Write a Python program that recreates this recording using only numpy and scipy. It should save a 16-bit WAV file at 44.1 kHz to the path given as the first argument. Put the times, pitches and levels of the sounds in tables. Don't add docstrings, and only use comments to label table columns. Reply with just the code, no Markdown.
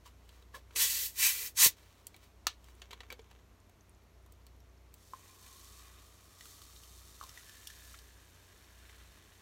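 import sys
import numpy as np
from scipy import signal
from scipy.fft import rfft, irfft, next_fast_len
from scipy.io import wavfile

SR = 44100
rng = np.random.default_rng(int(sys.argv[2]) if len(sys.argv) > 2 else 0)


def unload_audio(sound):
    columns = np.transpose(np.atleast_2d(sound))
    steps = np.round(np.clip(columns, -1, 1) * 32767)
    wavfile.write(sys.argv[1], SR, steps.astype(np.int16))


N = 414981
TIME = np.arange(N) / SR


def from_db(db):
    return 10 ** (np.asarray(db) / 20)


def rms_one(x):
    return x / np.sqrt(np.mean(x ** 2) + 1e-20)


def in_time(rows):
    time_s, *columns = np.transpose(rows)
    return [np.interp(TIME, time_s, column) for column in columns]


def during(start_s, end_s, edge_s=0.0049):
    return np.clip(np.minimum(TIME - start_s, end_s - TIME) / edge_s + .5, 0, 1)


def swell(start_s, end_s, rise_s, fall_s):
    exponent = np.minimum((TIME - start_s) / rise_s, (end_s - TIME) / fall_s).clip(None, 0)
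    return np.exp(np.maximum(exponent, -20))


def noise(size=N):
    return rng.standard_normal(size)


def grains(per_s, spread_db):
    sizes = from_db(spread_db * np.minimum(rng.exponential(1, N), 5))
    signs = rng.choice([-1, 1], N)
    return sizes * signs * (rng.random(N) < per_s / SR)


def band(x, low_hz, high_hz):
    sos = signal.butter(2, [low_hz, min(high_hz, .45 * SR)], "band", fs=SR, output="sos")
    return signal.sosfilt(sos, x)


def low_pass(x, cutoff_hz):
    return signal.sosfiltfilt(signal.butter(4, cutoff_hz, fs=SR, output="sos"), x)


def coloured(x, spectrum):
    hz, db = np.transpose(spectrum)
    size = next_fast_len(len(x))
    f = np.maximum(np.fft.rfftfreq(size, 1 / SR), 1)
    beyond_ends = np.minimum(1, np.minimum(f / hz[0], hz[-1] / f)) ** 2
    gain = from_db(np.interp(np.log(f), np.log(hz), db)) * beyond_ends
    return rms_one(irfft(rfft(x, size) * gain, size)[:len(x)])


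def narrow_noise(hz, width_hz, size=N):
    r = np.exp(-2 * np.pi * width_hz / SR)
    slow = signal.lfilter([1], [1, -2 * r, r * r], noise((2, size)))
    phase = 2 * np.pi * np.cumsum(hz + np.zeros(size)) / SR
    return rms_one(slow[0] * np.cos(phase) + slow[1] * np.sin(phase))


def brief_tone(start_s, end_s, hz, width_hz, edge_s):
    out = during(start_s, end_s, edge_s)
    sounding = np.flatnonzero(out)
    if len(sounding):
        out[sounding] *= narrow_noise(hz, width_hz, size=len(sounding))
    return out


def decay(t60_s, size=4096):
    return from_db(-60 * TIME[:size] / t60_s)


def ring(hz, t60_s, size=4096):
    return np.sin(2 * np.pi * hz * TIME[:size]) * decay(t60_s, size)


def crack(spectrum, t60_s, rise_t60_s=0.00069, size=4096):
    envelope = decay(t60_s, size) * (1 - decay(rise_t60_s, size))
    burst = coloured(noise(size), spectrum) * envelope
    return rms_one(burst) * np.sqrt(np.mean(envelope ** 2))


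def add(out, start_s, sound):
    at = round(start_s * SR)
    out[at:at + len(sound)] += sound[:N - at]


# fully_open_s, closing_from_s, leak_db, opening_db_per_s, closing_db_per_s, surge_s, surge_db,
# surge_sigma_s, last_chuff_db (re flow), first_sizzle_db (re flow)
CAP_TWISTS = [(0.76, 1.062, -33.7, 2800, 380, 0.826, -28.3, 0.028, -19.5, -6.5),
              (1.19, 1.472, -38.4, 450, 560, 1.251, -28, 0.04, -14, -1.5),
              (1.572, 1.666, -37, 1250, 570, 1.641, -20.8, 0.036, -18, -6)]
LEAK_SAG_DB_PER_S = 15.5
SEEP_DB = -65
CHUFF_DB, SIZZLE_DB = -14.5, 0


def gas_flow():
    seep = from_db(SEEP_DB) * during(CAP_TWISTS[0][1], CAP_TWISTS[1][0])
    power = (seep * from_db([[0], [CHUFF_DB], [SIZZLE_DB]])) ** 2
    for (start, end, leak_db, opening, closing, surge_s, surge_db, sigma_s,
         last_chuff_db, first_sizzle_db) in CAP_TWISTS:
        gap_db = np.minimum(opening * (TIME - start), closing * (end - TIME))
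        gap = from_db(np.clip(gap_db, -200, 0))
        leak = from_db(leak_db - LEAK_SAG_DB_PER_S * np.maximum(TIME - start, 0))
        surge = from_db(surge_db) * np.exp(-.5 * np.minimum(((TIME - surge_s) / sigma_s) ** 2, 20))
        colour_db = in_time([(start, 0, CHUFF_DB, first_sizzle_db), (end, 0, last_chuff_db, SIZZLE_DB)])
        power = power + (gap * np.hypot(leak, surge) * from_db(colour_db)) ** 2
    return np.sqrt(power)


# frequency_hz, density_db
JET_SPECTRUM = [(550, -37), (750, -28), (1080, -13.5), (1300, -17.5), (1650, -11), (1950, -2.5),
                (2230, -10), (2500, -3.5), (3000, -5), (4400, 0), (6500, 1), (8500, -0.5), (13500, 0.5),
                (15800, -3)]
# start_s, end_s, pitch_hz, width_hz, level_db (re the flow)
GAP_RESONANCES = [(0.80, 0.87, 3370, 53, -10.5), (0.8, 1.0, 2650, 230, -19), (1.1, 1.5, 2050, 120, -21),
                  (0.88, 1.0, 4400, 380, -10), (1.2, 1.32, 2620, 290, -10.5), (1.15, 1.5, 2420, 130, -13.5),
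                  (1.55, 1.655, 6850, 550, -10.5), (1.58, 1.68, 1050, 150, -21.5),
                  (0.78, 1.07, 14000, 900, -8), (1.655, 1.72, 13500, 900, -14)]


def gas(flutter_db=0.7):
    flow, chuff, sizzle = gas_flow()
    jet = coloured(grains(per_s=22000, spread_db=2.0), JET_SPECTRUM)
    low, low_and_middle = low_pass(jet, 2100), low_pass(jet, 11700)
    sound = chuff * rms_one(low)
    sound += flow * rms_one(low_and_middle - low)
    sound += sizzle * rms_one(jet - low_and_middle)
    tones = sum(from_db(db) * brief_tone(start, end, hz, width, edge_s=0.021)
                for start, end, hz, width, db in GAP_RESONANCES)
    flutter = from_db(flutter_db * narrow_noise(0, width_hz=45))
    return flutter * (sound + flow * tones)


POP_S, POP_DB = 1.656, -31
SNAP_S, SNAP_DB = 2.467, -17
# frequency_hz, density_db
POP_SPECTRUM = [(500, -8), (740, -17.5), (1100, 2.5), (1400, -6), (2500, -3), (5000, -1.5), (9000, -16.5)]
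# pitch_hz, level_db, t60_s
WALL_MODES = [(85, -46.5, .12), (135, -39.5, 0.075), (200.4, -39.5, .045), (275, -40, .035),
              (360, -36, 0.035), (490, -34, 0.027)]
# frequency_hz, density_db
SNAP_SPECTRUM = [(200, -15), (400, -8), (620, -13), (880, -5), (1150, 2.5), (1700, -1), (2250, -12),
                 (2800, -11.5), (4150, 4), (5000, -3), (6300, -2.5), (8300, -12), (9900, -7), (10800, -12),
                 (15000, -11)]
# pitch_hz, level_db (before modes_db), t60_s
CAP_RING_MODES = [(1173, 2.5, 0.022), (1280, 3, 0.016), (1510, 3, 0.014), (1740, 4, 0.015),
                  (2870, -5, 0.031), (3820, -8, .025), (4270, -1, 0.022), (6000, -15, .02)]


def cap(modes_db=-28, rattle_db=-24):
    out = np.zeros(N)
    add(out, POP_S, from_db(POP_DB) * crack(POP_SPECTRUM, t60_s=.035))
    for k, (hz, db, t60_s) in enumerate(WALL_MODES):
        add(out, POP_S, (-1) ** k * from_db(db) * ring(hz, t60_s))
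    add(out, SNAP_S, from_db(SNAP_DB) * crack(SNAP_SPECTRUM, t60_s=0.014))
    rattle = crack([(1200, -17), (2500, 4), (3800, 6), (6500, -3)], t60_s=0.15)
    add(out, SNAP_S, from_db(SNAP_DB + rattle_db) * rattle)
    for k, (hz, db, t60_s) in enumerate(CAP_RING_MODES):
        add(out, SNAP_S, (-1) ** k * from_db(modes_db + db) * ring(hz, t60_s))
    return out


# frequency_hz, density_db
SCRAPE_SPECTRUM = [(400, 10), (800, -4), (1200, 2), (2200, -1.5), (3300, -0.5), (5000, -12), (6500, -6),
                   (9000, -19), (15000, -19)]
# start_s, level_db, low_db, middle_db, high_db (these three re level_db), pitch_hz
PLASTIC_TICKS = [(0.289, -51, -35, -5.5, -12, 1700), (0.422, -48, -18, -13.5, -21, 444),
                 (0.544, -39, -17, -32, -25, 1130), (0.706, -47, -13, -15, -26, 1460),
                 (0.758, -25, -23, -11.5, -26, 2600), (2.067, -30.5, -52, -27, -8, 8800),
                 (2.142, -38, -22, -19, -26, 2280), (2.162, -50.5, -23, -8, -5, 5090),
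                 (2.641, -52.5, -30, -10, -7, 708), (2.682, -48.5, -8.5, -20, -28, 1620),
                 (2.816, -38.5, -16, -7, -29, 3020), (2.906, -40, -14.5, -10, -26, 2280),
                 (2.911, -43, -14, -5.5, -24, 1310), (2.925, -47, -8, -10, -20, 2150),
                 (2.929, -32.5, -17, -12.5, -27, 1060), (3.003, -37.5, -9, -10, -34, 1880),
                 (3.031, -47, -8, -14, -24, 1060), (3.101, -26, -22.5, -22, -33, 2270),
                 (3.115, -38, -13, -17, -28, 436), (3.123, -34.5, -15, -12, -14, 500),
                 (3.191, -34.5, -22, -23, -35, 450), (3.31, -47, -11, -12, -18, 2550),
                 (3.694, -51, -18, -29, -11, 700), (4.261, -52, -21, -28, -10, 1030),
                 (4.321, -52.5, -31, -17, -3, 476), (4.465, -46.5, -25, -15, -9.5, 4380),
                 (4.939, -39, -40, -25, -10, 7300)]


def ticks(tick_db=5, edge_db=4, ring_db=-12, ring_cycles=22, skid_db=-16):
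    out = np.zeros(N)
    for start, level_db, low, middle, high, hz in PLASTIC_TICKS:
        low_spectrum = [(450, -4.0), (1100, 0.5), (1800, -3)]
        middle_spectrum = [(2000, -2.5), (3500, 5.0), (6500, -5.5)]
        body = from_db(low) * crack(low_spectrum, t60_s=0.027, rise_t60_s=0.0051)
        body += from_db(middle) * crack(middle_spectrum, t60_s=0.023, rise_t60_s=.004)
        body += from_db(middle + skid_db) * crack(SCRAPE_SPECTRUM, t60_s=0.099, rise_t60_s=0.018)
        body += from_db(high + edge_db) * crack([(7500, 0), (15000, 0)], t60_s=0.0059)
        wall = from_db(ring_db) * ring(hz, 0.011 + ring_cycles / hz)
        add(out, start, from_db(level_db) * (from_db(tick_db) * body + wall))
    return out


THREAD_FROM_S, THREAD_TO_S = 2.8, 3.4
THREAD_DB, THREAD_FADE_DB_PER_S = -67.5, 10


def thread(catch_db=4):
    level_db = THREAD_DB - THREAD_FADE_DB_PER_S * (TIME - THREAD_FROM_S)
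    level_db = level_db + catch_db * narrow_noise(0, width_hz=29)
    scrape = coloured(grains(per_s=730, spread_db=5.0), SCRAPE_SPECTRUM)
    return from_db(level_db) * during(THREAD_FROM_S, THREAD_TO_S, edge_s=0.034) * scrape


# peak_s, level_db (before rub_db), rise_s, fall_s (time constants)
RUBS_AND_FIZZ = [(0.064, -52.5, 0.011, 0.017), (0.35, -63.5, 0.14, 0.082), (0.549, -45.5, 0.0069, 0.019),
                 (0.74, -59.5, 0.03, 0.01), (1.77, -60.5, 0.01, 0.28), (2.144, -71, 0.006, 0.023),
                 (2.238, -59.5, 0.015, 0.019), (2.695, -62, 0.053, 0.018), (2.8, -66, 0.067, 0.01)]
# frequency_hz, density_db
SKIN_SPECTRUM = [(400, -13.5), (560, -4.5), (750, -14.5), (1100, -3), (1400, -8.5), (1720, -6), (2100, -7),
                 (4400, -8), (7000, -12), (11000, -15.5), (15500, -16)]
# start_s, end_s, pitch_hz, level_db
WALL_CREAKS = [(0.056, 0.077, 1050, -59.5), (0.539, 0.585, 550, -59), (0.54, 0.567, 1094, -51.5),
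               (0.539, 0.555, 1700, -49), (0.746, 0.87, 451, -62), (0.951, 1.047, 478, -68),
               (1.346, 1.485, 440, -68)]


def fingers(rub_db=-3.5):
    strength = sum(from_db(db) * swell(s, s, rise, fall) for s, db, rise, fall in RUBS_AND_FIZZ)
    rustle = strength * coloured(grains(per_s=3500, spread_db=3.0), SKIN_SPECTRUM)
    creaks = sum(from_db(db) * brief_tone(start, end, hz, width_hz=67, edge_s=.012)
                 for start, end, hz, db in WALL_CREAKS)
    return from_db(rub_db) * rustle + creaks


# start_s, end_s, fizz_db, foam_db (both before the gains of pour)
GUSHES = [(5.148, 5.32, -70, -71), (5.448, 5.796, -61, -69.5), (5.8, 6.0, -79, -69),
          (6.425, 6.53, -59, -70), (6.62, 7.198, -62.5, -89), (7.254, 7.94, -61, -66),
          (8.81, 8.996, -71, -67)]
# frequency_hz, density_db
FIZZ_SPECTRUM = [(1760, -59), (3000, -7.5), (3720, -2.5), (4980, -1.5), (5420, -1.5), (6630, -1.5),
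                 (9450, -4.5), (10500, -3.5), (11400, -6), (14200, -7.5), (15800, -12)]
# frequency_hz, density_db
FOAM_SPECTRUM = [(1100, -6), (1500, -5.5), (2000, -2.5), (2250, -6.5), (2500, -6.5), (2700, -6),
                 (3600, -6.5), (4300, -10.5), (5000, -25)]
# time_s, pitch_hz
CUP_RESONANCE = [(5.0, 1022), (5.4, 1067), (5.9, 1171), (6.9, 1195), (7.35, 1270), (7.47, 1720),
                 (7.7, 1754), (8.2, 1615), (9.4, 1673)]
GUSH_RISE_S, GUSH_FALL_S = 0.052, 0.1
HEAD_S, HEAD_BUILD_S = 4.91, 0.13
HEAD_FIZZ_DB, HEAD_FIZZ_DB_PER_S = -64, -1.05
HEAD_FOAM_DB, HEAD_FOAM_DB_PER_S = -73.5, 1.45
NOTE_FADE_DB_PER_S = 2.05
UPPER_NOTE_HZ, UPPER_NOTE_DB = 2426, -8.5


def pour(fizz_db=1, foam_db=-1.0):
    age_s = np.maximum(TIME - HEAD_S, 0)
    head = 1 - np.exp(-age_s / HEAD_BUILD_S)
    fizz = head * from_db(HEAD_FIZZ_DB + HEAD_FIZZ_DB_PER_S * age_s)
    foam = head * from_db(HEAD_FOAM_DB + HEAD_FOAM_DB_PER_S * age_s)
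    for start, end, gush_fizz_db, gush_foam_db in GUSHES:
        gush = swell(start, end, GUSH_RISE_S, GUSH_FALL_S)
        fizz = np.hypot(fizz, from_db(gush_fizz_db) * gush)
        foam = np.hypot(foam, from_db(gush_foam_db) * gush)
    note = narrow_noise(in_time(CUP_RESONANCE)[0], width_hz=98)
    note = note + from_db(UPPER_NOTE_DB) * narrow_noise(UPPER_NOTE_HZ, width_hz=77)
    note_level = from_db(-NOTE_FADE_DB_PER_S * age_s) * foam * (TIME > DROPS[0][0])
    sound = from_db(fizz_db) * fizz * coloured(grains(per_s=8000, spread_db=3.5), FIZZ_SPECTRUM)
    sound += from_db(foam_db) * foam * coloured(grains(per_s=1500, spread_db=3.0), FOAM_SPECTRUM)
    return sound + note_level * note


# start_s, level_db, pitch_hz, splash_db (re level_db)
DROPS = [(5.133, -27.5, 1043, -33), (5.148, -59, 1030, -12), (5.462, -43, 2440, -16),
         (5.792, -42.5, 1140, -15), (6.407, -37, 1970, -10.5), (6.454, -45.5, 1394, -4),
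         (6.616, -42.5, 1180, -6), (6.761, -37, 3850, -21), (6.833, -41.5, 2900, -9.5),
         (7.21, -28, 1193, -26), (7.226, -31.5, 1150, -20), (7.235, -35.5, 1050, -10.5),
         (7.291, -31, 5370, -18), (7.373, -33.5, 1950, -17), (7.493, -39, 1740, -10), (7.67, -29, 4500, -8),
         (7.699, -37, 1765, -12), (7.94, -38.5, 1344, -22), (7.943, -39, 2060, -17),
         (7.987, -41, 4700, -9.5), (8.893, -42, 2070, -16)]


def plops(bubble_db=-6, splash_db=1, patter_db=-16, cycles=32):
    out = np.zeros(N)
    for start, level_db, hz, splash in DROPS:
        bubble = ring(hz, cycles / hz) * (1 - decay(t60_s=0.0024))
        patter_spectrum = [(1.17 * hz, 0), (0.78 * hz, -3), (2.0 * hz, -16)]
        patter = crack(patter_spectrum, t60_s=0.023, rise_t60_s=0.0091)
        spray = crack([(2000, -28), (3000, -2.5), (4500, -6), (14000, -13)], t60_s=0.023)
        plop = from_db(bubble_db) * bubble + from_db(patter_db) * patter
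        plop += from_db(splash + splash_db) * spray
        add(out, start, from_db(level_db) * plop)
    return out


OPEN_S = 2.6


def prickle(per_s=20, prick_db=-67, spread_db=4, cycles=40, count=12):
    pings = sum(signal.oaconvolve(grains(per_s / count, spread_db), ring(hz, cycles / hz))[:N]
                for hz in np.geomspace(4500, 15000, count))
    return from_db(prick_db) * pings * (TIME > OPEN_S)


LULL_TIMES = [-0.55, 1.93, 3.76, 5.28, 6.37, 7.5, 8.43, 9.4]
MAINS_HZ = 60.3
HUM_THROB_DB, HUM_LULL_DB = -59.5, -74
# pitch_hz, level_db
MOTOR_TONES = [(90.2, -68.5), (119.3, -87.5), (179, -85.5)]
# frequency_hz, density_db
RUMBLE_SPECTRUM = [(15, -21), (33, -5), (50, 5.5), (80, -1), (110, -2), (160, -17.5)]
# frequency_hz, density_db
AIR_SPECTRUM = [(65, -32), (110, -6.5), (147, -8.5), (425, -8.5), (523, -14), (685, -11), (744, -16),
                (1080, -14), (1640, -20.5), (1980, -19.5), (3060, -24), (6600, -26.5), (8470, -32),
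                (12300, -30), (15800, -40)]
RUMBLE_DB, AIR_DB = -69, -67


def background():
    throb = np.sin(np.pi * np.interp(TIME, LULL_TIMES, np.arange(len(LULL_TIMES))))
    hum_level = np.hypot(from_db(HUM_THROB_DB) * throb, from_db(HUM_LULL_DB))
    hum = hum_level * np.sqrt(2) * np.sin(2 * np.pi * MAINS_HZ * TIME)
    motor = sum(from_db(db) * np.sqrt(2) * np.sin(2 * np.pi * (hz * TIME + rng.random()))
                for hz, db in MOTOR_TONES)
    rumble = from_db(RUMBLE_DB) * coloured(noise(), RUMBLE_SPECTRUM)
    air = from_db(AIR_DB) * coloured(noise(), AIR_SPECTRUM)
    return hum + motor + rumble + air


DISTANCE_M, ROOM_T60_S = .6, 0.13


def room(x, near_db, tail_db, size=12000):
    near = band(noise(size), 2500, 16000) * decay(0.033, size) * (TIME[:size] > .001)
    tail = band(noise(size), 150, 6000) * decay(ROOM_T60_S, size)
    tail += 0.66 * band(noise(size), 6500, 16000) * decay(0.075, size)
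    tail *= TIME[:size] > .003
    response = (from_db(near_db) * rms_one(near) + from_db(tail_db) * rms_one(tail)) / np.sqrt(size)
    response[0] = 1
    travel = np.zeros(round(DISTANCE_M / 343 * SR))
    return signal.fftconvolve(x, np.r_[travel, response / np.linalg.norm(response)])[:N]


def scene():
    bottle = room(gas() + cap() + ticks() + thread() + fingers(), near_db=-9.0, tail_db=-14.5)
    cup = room(pour() + plops() + prickle(), near_db=-11, tail_db=-15.0)
    return (bottle + cup + background())[None]


# frequency_hz, width_hz, level_db
PORT_DIPS = [(4905, 450, -4), (8200, 470, -1), (10400, 800, -7)]
CUTOFF_HZ = 15850


def record(dry):
    for hz, width_hz, db in PORT_DIPS:
        peak = signal.lfilter(*signal.iirpeak(hz, hz / width_hz, fs=SR), dry)
        dry = dry + (from_db(db) - 1) * peak
    return signal.sosfilt(signal.ellip(12, .1, 80, CUTOFF_HZ, fs=SR, output="sos"), dry)


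dry = scene()
out = record(dry)
unload_audio(out)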